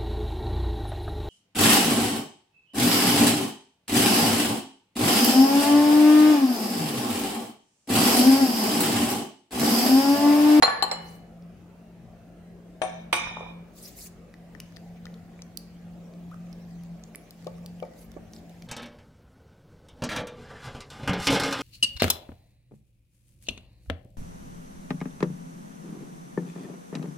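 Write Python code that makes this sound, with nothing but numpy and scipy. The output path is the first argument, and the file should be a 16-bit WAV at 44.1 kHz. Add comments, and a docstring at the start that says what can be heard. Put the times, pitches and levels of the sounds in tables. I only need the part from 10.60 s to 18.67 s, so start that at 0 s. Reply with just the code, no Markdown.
"""In a hard-walled kitchen a small bowl and then a second dish are knocked and set on a wooden table.
A gloved hand slides along a spatula, which then stirs a thick batter in a steel bowl.
Dishes are noise thuds with dying sines; the batter is soft noise, cracks and short ringing cavities.
An appliance hums with wavering tones over the quiet noise of the room; random reflections make the walls."""
import sys
import numpy as np
from scipy import signal
from scipy.fft import rfft, irfft
from scipy.io import wavfile
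from scipy.ndimage import uniform_filter1d

SR = 44100
rng = np.random.default_rng(int(sys.argv[2]) if len(sys.argv) > 2 else 0)


def wav_record(signal):
    """Record a signal, one row per channel, as 16-bit PCM in the file named by sys.argv[1]."""
    frames = np.transpose(np.atleast_2d(signal))
    bounded = np.clip(frames, -1, 1)
    # unit amplitude maps onto the largest positive 16-bit level
    quanta = np.round(bounded * 32767).astype(np.int16)
    wavfile.write(sys.argv[1], SR, quanta)


N = 355887  # length in samples


def gain_of(db):
    """Turns decibels into a multiplying factor."""
    return 10 ** (np.asarray(db) / 20)


def evened(x):
    """Scales a sound to an rms (average strength) of 1."""
    return x / np.sqrt(np.mean(x ** 2) + 1e-20)


def read(points, hz):
    """Reads a table between its points, on a logarithmic frequency scale."""
    table_hz, value = np.transpose(points)
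    return np.interp(np.log(hz + 1e-3), np.log(table_hz), value)


def add(mix, s, sound, pan_db):
    """Places a two-channel sound at a time; the nearer microphone gets it louder and a little earlier."""
    for row, wave, side in zip(mix, sound, (1, -1)):
        lead_s = side * np.clip(pan_db, -8, 8) * 1.2e-5
        part = row[round((s - lead_s) * SR):][:len(wave)]
        part += wave[:len(part)] * gain_of(side * pan_db / 2)


def partner(left, other, same):
    """Mixes a right channel that is like the left by the share same (1 = identical, 0 = unrelated)."""
    return same * left + np.sqrt(1 - same ** 2) * other


def noise(spectrum, same, patchy_db, lean=0, size=512):
    """Two-channel noise from random short-time spectra, with patches that drift in time and pitch."""
    frames, hz = N // (size // 4) + 5, np.fft.rfftfreq(size, 1 / SR)
    a, b, c, d, patches = rng.standard_normal((frames, len(hz), 5)).T
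    patches = uniform_filter1d(uniform_filter1d(patches, size=8, axis=0), size=12, axis=1)
    patches = evened(patches)
    same = np.clip(same * np.ones(len(hz)), -1, 1)[:, None]
    left = a + 1j * b
    right = partner(left, c + 1j * d, same) / gain_of(lean)
    colour = gain_of(read(spectrum, hz)[:, None] + patchy_db * patches)
    below_top = (hz < spectrum[-1][0])[:, None]
    frames_out = np.array([left, right]) * colour * below_top
    return evened(signal.istft(frames_out, nperseg=size, noverlap=size * 3 // 4)[1][:, :N])


def burst(spectrum, unit_hz, tilt_db, t60, rise_s, same):
    """A short dying puff of noise, peak about 1; the spectrum is read in multiples of unit_hz."""
    t, hz = np.arange(8192) / SR, np.fft.rfftfreq(8192, 1 / SR)
    a, b = rng.standard_normal((2, 8192))
    pair = np.array([a, partner(a, b, np.clip(same, -1, 1))])
    colour = gain_of(read(spectrum, hz / unit_hz) + tilt_db * np.log2(hz / 6000 + 0.00033))
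    rise = np.sin(np.pi / 2 * np.minimum(t / rise_s, 1)) ** 2
    return evened(irfft(rfft(pair) * colour)) * gain_of(-60 * t / t60) * rise / 2


FULL_FLUTTER_HZ = 5000  # lower modes flutter less and differ less between the microphones


def ring(hz, db, t60, free_s, rise_s, spread, flutter):
    """Dying sines, damped harder after free_s; chatter makes each mode flutter, each microphone has its phase."""
    share = np.clip(hz / FULL_FLUTTER_HZ, .35, 1)[:, None]
    t = np.arange(30000) / SR
    phase = spread * share * rng.standard_normal((2, len(hz), 1))
    chatter = signal.resample_poly(rng.standard_normal((2, len(hz), 100)), 300, 1, axis=2)
    damping_db = 400 * np.maximum(t - free_s, 0)
    fall_db = 60 * t / np.clip(t60, .01, 1.2)[:, None] + damping_db
    fade = gain_of(db[:, None] - fall_db) * np.minimum(t / rise_s, 1) * (1 + flutter * share * chatter)
    return (fade * np.sin(2 * np.pi * hz[:, None] * t + phase)).sum(1)


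def fuzz(width_hz):
    """Slow complex noise that spreads a tone into a narrow band."""
    memory = np.exp(-np.pi * width_hz / SR)
    drift = evened(signal.lfilter([1], [1, -memory], rng.standard_normal((2, N))))
    return drift[0] + 1j * drift[1]


# how the main hum swells, sinks and drifts: start_s, level_db, pitch_hz
HUM_PATH = [(0.0, -57, 173.0), (0.38, -48.5, 170.3), (0.69, -54, 170.9), (0.85, -42.5, 172.7),
            (0.94, -53.5, 174.8), (1.37, -49.5, 172.8), (1.41, -53, 170.9), (2.22, -50.5, 175.2),
            (2.43, -45, 172.4), (2.58, -53, 171.4), (3.01, -44, 171.8), (3.12, -58.5, 171.6),
            (3.23, -53.5, 176.6), (4.02, -48.5, 170.3), (4.43, -46, 173.3), (5.12, -50, 173.0),
            (5.28, -40.5, 173.0), (6.0, -44.5, 172.8), (6.34, -43.5, 170.5), (6.68, -58.5, 169.4),
            (6.79, -45, 170.7), (6.99, -40.5, 173.4), (7.4, -50.5, 172.8), (8.07, -49, 171.2)]
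HUM_WAVER_WIDTH_HZ, HUM_WAVER_DB = 4, -8.5  # narrow fuzz around the tone, in dB relative to it
UPPER_HUM_HZ, UPPER_HUM_WIDTH_HZ, UPPER_HUM_DB = 220, 5, -57
LOW_HUM_HZ, LOW_HUM_WIDTH_HZ, LOW_HUM_DB = 50.5, 3.4, -64


def hum():
    """A wavering tone with fuzzier ones above and below; all reach the left microphone first."""
    t, (s, db, hz) = np.arange(N) / SR, np.transpose(HUM_PATH)
    turn = np.exp(2j * np.pi * np.cumsum(np.interp(t, s, hz)) / SR)
    waver = gain_of(HUM_WAVER_DB) * fuzz(HUM_WAVER_WIDTH_HZ)
    tone = gain_of(np.interp(t, s, db)) * turn * (np.sqrt(2) + waver)
    upper = gain_of(UPPER_HUM_DB) * fuzz(UPPER_HUM_WIDTH_HZ) * np.exp(2j * np.pi * UPPER_HUM_HZ * t)
    low = gain_of(LOW_HUM_DB) * fuzz(LOW_HUM_WIDTH_HZ) * np.exp(2j * np.pi * LOW_HUM_HZ * t)
    # left, then right: a small step in level (dB) and in phase (radians)
    sides = gain_of([[.3], [-.3]]) * np.exp(1j * np.array([[.1], [-.1]]))
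    return ((tone + upper + low) * sides).real


# colour of the room's noise: pitch_hz, level_db (relative, per Hz)
ROOM_COLOUR = [(18, -43.5), (30, -12), (40, -13.5), (50, -13.5), (65, -17), (110, -9.5), (140, -15.5),
               (200, -14.5), (340, -19.5), (720, -23), (900, -33.5), (2600, -40), (3500, -46),
               (7000, -50.5), (15800, -57)]
ROOM_DB = -52  # overall level
# how alike the room is in both microphones: pitch_hz, likeness (1 = the same)
ROOM_LIKENESS = [(40, .995), (120, .97), (300, .9), (700, .7), (1650, .3), (5000, .1), (15000, 0)]
# how the room leans to one side: pitch_hz, left_over_right_db
ROOM_LEAN = [(60, 2.5), (180, 6.5), (550, -0.5), (1650, -1), (4970, 1.5), (15000, -3)]


def room_tone():
    """Steady rumble and hiss of the kitchen: noise, more alike on both sides at low pitches."""
    hz = np.fft.rfftfreq(2048, 1 / SR)
    lean = read(ROOM_LEAN, hz)[:, None]
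    return gain_of(ROOM_DB) * noise(ROOM_COLOUR, read(ROOM_LIKENESS, hz), patchy_db=2.5, lean=lean, size=2048)


# loudness of the stirring, before a fixed cut of 4.5 dB: start_s, level_db
STIR_LEVELS = [(3.0, -75.5), (3.3, -56.5), (3.51, -72), (4.16, -62), (4.9, -66.5), (6.05, -62), (6.47, -64),
               (6.83, -60), (7.66, -65), (8.07, -59.5)]
IDLE_DB = -76  # level at time 0, before the same cut
# colour of the swish: pitch_hz, level_db (relative, per Hz)
SWISH_COLOUR = [(900, -21), (2000, 1), (4500, -3.5), (7000, -4), (9000, -12.5), (15800, -11.5)]


def swish():
    """Soft wet noise of the batter that follows the stirring."""
    s, db = np.transpose(STIR_LEVELS)
    level_db = np.interp(np.arange(N) / SR, [0, *s], [IDLE_DB, *db]) - 4.5
    return gain_of(level_db) * noise(SWISH_COLOUR, same=0.2, patchy_db=4.0)


def knocks(rows, hz, modes, thud):
    """Each knock thuds on the table; the spot struck decides which modes of the dish ring."""
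    thuds, rings = np.zeros((2, N)), np.zeros((2, N))
    t60s, *spots = np.transpose(modes)
    for s, db, thud_hz, t60, ring_db, spot, free_s, pan_db in rows:
        nearest_spot = min(round(spot), len(spots) - 1)
        level_db = ring_db + spots[nearest_spot]
        thud_sound = burst(thud, thud_hz, 0, t60, rise_s=0.0021, same=0.36)
        add(thuds, s, gain_of(db) * thud_sound, pan_db)
        ring_sound = ring(np.array(hz), level_db, t60s, free_s, rise_s=0.00015, spread=0.72, flutter=1.0)
        add(rings, s, ring_sound, pan_db)
    return np.array([thuds, rings])


# knocks on the small bowl: start_s, thud_peak_db (about), thud_pitch_hz, thud_60_db_fall_s, ring_db,
# spot_struck (rounded; past the last means the last), free_s (until a hand or the table damps it),
# left_over_right_db
SMALL_BOWL_STRIKES = [(.0235, -2, 950, 0.065, -3.5, 0.5, .3, -1.5),
                      (.031, -7.5, 970, 0.053, 0, 3, 0.028, -2.5), (.079, -21.5, 870, .08, 1, 1, 0.14, 3.5),
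                      (.2245, -16, 930, 0.075, 5.5, 2, 0.0033, 5.5),
                      (.3135, -12, 713, 0.055, 0, 16, 0.36, -4)]
# pitches at which the small bowl rings: pitch_hz
SMALL_BOWL_PITCHES = [785, 985, 1140, 1500, 1723, 1759, 2955, 3059, 4060, 4159, 4204, 4330, 5335, 7111,
                      7198, 7343, 7800, 8383, 10560, 10705, 10830, 11040, 11420, 14700, 14835, 15030]
# a row for each of those pitches: 60_db_fall_s, then level_db for each spot struck (ring_db is added)
SMALL_BOWL_MODES = [(0.22, -18.5, -25, -25.5, -67, -51), (0.041, -19.5, -44, -41.5, -67, -54),
                    (0.2, -40, -24.5, -30, -67.5, -53), (0.12, -45, -27, -37, -68, -44),
                    (0.99, -45, -29.5, -47, -67, -65), (0.13, -34, -54, -73.5, -67, -65),
                    (0.62, -53.5, -74.5, -49, -70, -46), (0.2, -56, -66, -35.5, -68, -59),
                    (0.35, -50.5, -74, -29.5, -40.5, -51), (0.15, -27, -70, -42, -13.5, -24),
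                    (0.14, -37, -74, -18, -25.5, -59), (0.48, -37, -71, -36.5, -25, -43.5),
                    (0.13, -61, -68.5, -49.5, -71.5, -37), (0.08, -42.5, -59.5, -31, -66.5, -65),
                    (0.2, -22.5, -71.5, -61.5, -67, -38), (0.245, -54.5, -68, -39, -66, -48),
                    (0.073, -64, -66.5, -34.5, -66.5, -39), (0.072, -77.5, -72, -47.5, -67, -46),
                    (0.19, -59, -69.5, -45, -66, -69), (0.28, -29, -69.5, -61, -71, -51.5),
                    (0.25, -61.5, -64.5, -42.5, -65.5, -75), (0.58, -42, -68.5, -67, -66, -65),
                    (0.16, -47.5, -66.5, -44, -69, -58), (0.1, -55.5, -71.5, -51.5, -65.5, -72),
                    (0.13, -58, -74.5, -56, -63, -70), (0.13, -57, -62, -49.5, -67, -54)]
# colour of the table's thud under it: multiple_of_thud_pitch, level_db (relative, per Hz)
SMALL_BOWL_THUD_COLOUR = [(.1, -45.5), (.22, -30), (.3, -11.5), (.42, -17), (.6, -7), (.85, 4), (1.3, -5),
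                          (2.5, -12), (5, -22.5), (10, -43.5), (22, -52.5)]


def small_bowl():
    """The small bowl's modes ring over noise thuds of the table."""
    return knocks(SMALL_BOWL_STRIKES, SMALL_BOWL_PITCHES, SMALL_BOWL_MODES, SMALL_BOWL_THUD_COLOUR)


# a dish rocks on its foot and taps the table: start_s, peak_db (about), pitch_hz, left_over_right_db
ROCK_TAPS = [(0.035, -3.5, 757, -11.5), (0.099, -16.5, 1160, 10.5), (0.129, -22, 794, -3),
             (0.239, -14.5, 784, 14.5), (2.234, -16, 750, 13), (2.589, -23, 1140, 1), (2.619, -23, 800, -3),
             (2.669, -18, 1160, -4), (2.709, -25, 771, -12), (2.768, -21, 930, 0.5),
             (2.806, -22.5, 810, -5), (2.829, -28.5, 820, -9), (2.862, -26, 805, -11),
             (2.908, -35.5, 810, -27)]
# colour of a tap: multiple_of_pitch, level_db (relative, per Hz)
ROCK_COLOUR = [(.2, -30), (.5, -8), (.9, 0), (1.3, -4), (1.8, -22), (3, -50), (8, -80)]


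def rocking():
    """Soft low taps without ring: short puffs of noise."""
    out = np.zeros((2, N))
    for s, db, hz, pan_db in ROCK_TAPS:
        tap = burst(ROCK_COLOUR, hz, 0, t60=.03, rise_s=0.0032, same=0.66)
        add(out, s, gain_of(db) * tap, pan_db)
    return out


# strokes of glove and spatula: start_s, rise_s, hold_s, fall_s, level_db
RUB_STROKES = [(0.392, 0.057, 0.096, .09, -58.5), (3.134, 0.05, .005, 0.028, -49.5),
               (3.194, 0.034, 0.053, 0.056, -46), (3.314, 0.081, 0.078, .02, -45.5),
               (7.334, 0.053, 0.042, .06, -58), (7.701, 0.028, 0.058, 0.024, -61.5)]
# colour of the rubbing: pitch_hz, level_db (relative, per Hz)
RUB_COLOUR = [(710, -45.5), (1200, -12), (1510, -19), (1680, -39.5), (1930, -7.5), (3100, -13.5), (4680, 0),
              (5160, -2), (10700, -1), (15800, -4)]
RUB_RANGE_DB = 20.5  # depth of each rise and fall


def rubbing():
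    """Fine hiss of rubber or batter sliding over wood; each stroke rises, holds and falls."""
    t, level = np.arange(N) / SR, np.zeros(N)
    for s, rise, hold, fall, db in RUB_STROKES:
        times = np.cumsum([s, rise, hold, fall])
        shape_db = np.interp(t, times, [-RUB_RANGE_DB, 0, 0, -RUB_RANGE_DB], left=-99, right=-99)
        level += gain_of(db + shape_db)
    return level * noise(RUB_COLOUR, same=0.15, patchy_db=4.5, size=256)


SMALL_POP_COUNT, SMALL_POPS_FROM_S = 10, 4.0
SMALL_POP_DB, SMALL_POP_SPREAD_DB, SMALL_POP_CRACK_DB = -56.5, 5.5, 8  # lowest peak, spread above, crack over it
SMALL_POP_LOW_HZ, SMALL_POP_HIGH_HZ = 1150, 2400


def small_pops():
    """Small pockets burst at random while the batter is stirred; rows like those of the clear pops."""
    rows = []
    for when, size, pitch, side in rng.random((SMALL_POP_COUNT, 4)):
        s = SMALL_POPS_FROM_S + when * (N / SR - SMALL_POPS_FROM_S)
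        db = SMALL_POP_DB + SMALL_POP_SPREAD_DB * size
        hz = SMALL_POP_LOW_HZ * (SMALL_POP_HIGH_HZ / SMALL_POP_LOW_HZ) ** pitch
        rows.append((s, db, hz, SMALL_POP_CRACK_DB, 2.5, 12 * (side - .5)))
    return rows


# clear pops in the batter, and the clicks of two spatula bumps (6.87, 7.23 s): start_s, peak_db,
# cavity_pitch_hz, crack_over_cavity_db, crack_brightness_db_per_octave, left_over_right_db
POPS_AND_CLICKS = [(0.8237, -50, 5500, -4, 1.5, -1), (3.7404, -39.5, 1920, 2, -1.5, -1.5),
                   (3.9505, -37.5, 1865, -4, -3, 14.5), (4.0021, -31, 2874, 12.5, 7, 1.5),
                   (4.1638, -36.5, 4740, -15, 9, 12), (4.1688, -39, 1900, 9, -1, 5),
                   (4.4556, -38, 1366, 9.5, -5, 6.5), (4.4676, -35.5, 1913, -1, 4, 2),
                   (4.5418, -48, 4610, 9, 0, 0.5), (4.792, -41, 2185, -7, -1, -4),
                   (4.8209, -28, 6000, -5, 7, 5), (4.9734, -34.5, 5770, 22.5, 8.5, -7),
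                   (5.5379, -59, 2354, 14, -4, 0), (5.7142, -47, 1220, 4, 7, 0.5),
                   (5.743, -41, 1270, -2.5, 5, -8), (5.9293, -37.5, 5400, -1, 9, -7.5),
                   (6.236, -56, 2120, 19, 9.5, 0.5), (6.4383, -33.5, 6900, -3, 2, -5),
                   (6.549, -31.5, 2154, 3, 11, -1.5), (6.5578, -21, 10670, -15, 17, -4.5),
                   (6.7083, -42, 5560, 15, 8, 6), (6.8455, -56.5, 1196, 18.5, 4, -1),
                   (6.8705, -41, 1095, 12.5, -1.5, 5.5), (7.0614, -35, 4730, 12.5, 9, -1.5),
                   (7.202, -39, 3000, 1, 3, -8.5), (7.2276, -35, 1146, -1, -3, -1.5),
                   (7.518, -55.5, 1394, 20.5, 5, -5.5), (7.735, -33, 6000, -5, 3.5, 1.5),
                   (7.764, -36.5, 5020, -10, 4, 1), (7.8956, -52.5, 4030, 17.5, 8.5, -2),
                   (7.9983, -62.5, 1500, 15, 5.5, 3.5), (8.023, -43, 2320, 11.5, -2.5, 0)]
# colour of a crack: pitch_hz, level_db (relative, per Hz)
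CRACK_COLOUR = [(900, -39), (1800, -29), (3000, 7), (4500, 7.5), (6000, 7.5), (8000, -6.5), (11000, 0.5),
                (15000, -9), (17000, -14.5)]
# echoes inside the steel bowl: delay_s, level_db
STEEL_ECHOES = [(.0016, -10), (.0034, -13), (.0055, -17)]
BOWL_ECHO_TOP_HZ = 7160  # batter on the steel swallows the treble above
POP_CYCLES = 20  # cycles for a cavity to fall 60 dB
FIZZ_DB, FIZZ_T60_S = -7, .007  # fizz under the crack


def pops_and_clicks():
    """A pop cracks and fizzes, its cavity rings with rising pitch, the steel echoes; bump clicks are made alike."""
    out, t, bins = np.zeros((2, N)), np.arange(4096) / SR, np.fft.rfftfreq(256, 1 / SR)
    for s, db, hz, crack_db, tilt_db, pan_db in POPS_AND_CLICKS + small_pops():
        turns = hz * t
        rising_turns = turns * (1 + 0.0014 * np.minimum(turns, 40))
        cavity = np.sin(2 * np.pi * rising_turns) * gain_of(-60 * turns / POP_CYCLES)
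        colour = gain_of(read(CRACK_COLOUR, bins) + tilt_db * np.log2(bins / 6000 + 0.00068))
        crack = np.fft.fftshift(irfft(colour)) * np.hanning(256)
        fizz = burst(CRACK_COLOUR, 0.85, tilt_db, t60=FIZZ_T60_S, rise_s=0.00034, same=0.47)
        add(out, s, gain_of(db) * np.array([cavity, cavity]), pan_db)
        # start half a crack early, so that its peak falls on s
        add(out, s - 128 / SR, gain_of(db + crack_db) * np.array([crack, crack]) / crack.max(), pan_db)
        add(out, s, gain_of(db + crack_db + FIZZ_DB) * fizz, pan_db)
    echoes = sum(gain_of(db) * np.roll(out, round(delay * SR), axis=1) for delay, db in STEEL_ECHOES)
    treble_cut = signal.butter(2, BOWL_ECHO_TOP_HZ, fs=SR, output="sos")
    return out + signal.sosfilt(treble_cut, echoes)


# knocks on the second dish: the same columns as SMALL_BOWL_STRIKES (start_s, thud_peak_db (about),
# thud_pitch_hz, thud_60_db_fall_s, ring_db, spot_struck, free_s, left_over_right_db)
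DISH_STRIKES = [(2.217, -15, 756, 0.044, 1.56, 0, 0.22, 7.5), (2.527, -7, 857, 0.063, 1.1, 1, 0.392, -3.5)]
# pitches at which the dish rings: pitch_hz
DISH_PITCHES = [345, 639, 750, 867, 1126, 1459, 1825, 2205, 2303, 2406, 3066, 3548, 3765, 3850, 5187, 5240,
                5424, 6029, 6780, 7150, 8192, 8240, 8445, 8905, 9300, 10000, 10261, 10792, 11582, 12468,
                12780, 14192, 14338]
# a row for each of those pitches: 60_db_fall_s, then level_db for each spot struck (ring_db is added)
DISH_MODES = [(0.25, -44.5, -37), (0.19, -25, -48.5), (0.28, -27.5, -50), (0.36, -47, -35.5),
              (0.23, -43, -31), (0.19, -73, -35.5), (0.78, -76, -41.5), (0.4, -46, -55),
              (0.87, -47.5, -33.5), (1, -54, -28.5), (0.99, -62, -47), (0.98, -54, -39), (0.8, -55, -42.5),
              (1, -61, -44), (0.89, -76, -53), (0.82, -66, -49), (0.64, -66, -45.5), (0.51, -51, -37.5),
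              (0.71, -67, -50), (0.32, -54, -79), (0.17, -47, -36.5), (0.87, -75, -59), (0.34, -79, -54),
              (0.18, -43, -32), (0.83, -78, -59), (0.13, -67, -66), (0.13, -70, -60), (0.36, -71, -51.5),
              (0.18, -70, -44), (0.25, -71, -63), (0.25, -71, -58), (0.19, -84, -49), (0.17, -84, -58)]
# colour of the table's thud under it: multiple_of_thud_pitch, level_db (relative, per Hz)
DISH_THUD_COLOUR = [(.1, -44), (.3, -30), (.7, 9.5), (1.3, 2), (2.8, 4.5), (5, -6), (10, -28), (22, -47)]


def second_dish():
    """The second dish's modes ring over noise thuds of the table."""
    return knocks(DISH_STRIKES, DISH_PITCHES, DISH_MODES, DISH_THUD_COLOUR)


# one pocket that closes slowly: start_s, peak_db, first_pitch_hz, last_pitch_hz, length_s
SLOW_POCKET = (5.7145, -43, 1220, 1720, .028)


def squelch():
    """A shrinking cavity whistles upward as it fades."""
    s, db, first_hz, last_hz, length = SLOW_POCKET
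    out, part = np.zeros((2, N)), np.arange(0, 1, 1 / (length * SR))
    turns = np.cumsum(first_hz + (last_hz - first_hz) * part ** 1.64) / SR
    soft_ends = signal.windows.tukey(len(part), .2)
    whistle = gain_of(db - 15 * part) * np.sin(2 * np.pi * turns) * soft_ends
    add(out, s, np.array([whistle, whistle]), pan_db=3)
    return out


# the spatula bumps the full bowl: start_s, peak_db, push_pitch_hz, ring_over_push_db, left_over_right_db
SPATULA_BUMPS = [(6.867, -24.5, 536, -18.5, 4), (7.043, -44, 557, -11.5, -3.5), (7.225, -23, 566, -18, 5.5),
                 (7.564, -32, 352, -15, -5)]
# how the full steel bowl rings: pitch_hz, level_db (added to the bump's ring level), 60_db_fall_s
FULL_BOWL_MODES = [(357, -4, 0.088), (467, 6.5, 0.034), (576, 12.5, 0.06), (705.5, -5, 0.2),
                   (880, -2.5, 0.089), (1150, -0.5, 0.068), (1720, -6, 0.031), (2290, -9, 0.041)]


def bumps():
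    """Soft wood gives a push of three faded cycles; the batter damps the steel to a short dull ring."""
    out, (hz, level_db, t60) = np.zeros((2, N)), np.transpose(FULL_BOWL_MODES)
    for s, db, push_hz, ring_db, pan_db in SPATULA_BUMPS:
        turns = np.arange(0, 3.0, push_hz / SR)
        push = -np.sin(2 * np.pi * turns) * np.hanning(len(turns))
        add(out, s - .001, gain_of(db) * np.array([push, push]), pan_db)
        mode_db = db + ring_db + level_db
        steel = ring(hz, mode_db, t60, free_s=.2, rise_s=0.0061, spread=0.52, flutter=3.5)
        add(out, s + 0.0013, steel, pan_db)
    return out


# how long the kitchen's reflections last: pitch_hz, 60_db_fall_s
WALL_FALL = [(200, 0.58), (800, 0.65), (2500, 0.69), (6000, .45), (14000, 0.23)]


def walls(x, gap_s=0.0076):
    """Dense random reflections, each band dying at its own speed, different at each microphone."""
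    taps = rng.standard_normal((2, SR)) * (np.arange(SR) > gap_s * SR)
    hz, t, z = signal.stft(taps, SR, nperseg=256)
    fall = gain_of(-60 * t / read(WALL_FALL, hz)[:, None])
    tail = signal.istft(z * fall, SR, nperseg=256)[1]
    return signal.fftconvolve(x.mean(0)[None], tail / np.linalg.norm(tail[0]), axes=1)[:, :N]


def scene():
    """Dishes sound farther off and wetter than the bowl under the microphone: they feed the walls more."""
    thuds, rings = small_bowl() + second_dish()
    thuds = thuds + rocking()
    bowl = pops_and_clicks() + squelch() + bumps() + rubbing()
    wet = walls(gain_of(-5.0) * thuds + gain_of(-10) * rings + gain_of(-11) * bowl)
    return thuds + rings + bowl + wet + swish() + hum() + room_tone()


LOW_CUT_HZ, EDGE_HZ = 30, 16750  # lower and upper limits of the sound


def record(dry):
    """The microphone's low cut, a soft limit that keeps the highest peaks below full scale, then the band limit."""
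    thinned = signal.sosfilt(signal.butter(4, LOW_CUT_HZ, "high", fs=SR, output="sos"), dry)
    limited = .9 * np.tanh(thinned / .9)
    band_limit = signal.firwin(511, EDGE_HZ, window=("kaiser", 9), fs=SR)
    return signal.oaconvolve(limited, band_limit[None], "same")


dry = scene()
out = record(dry)
wav_record(out)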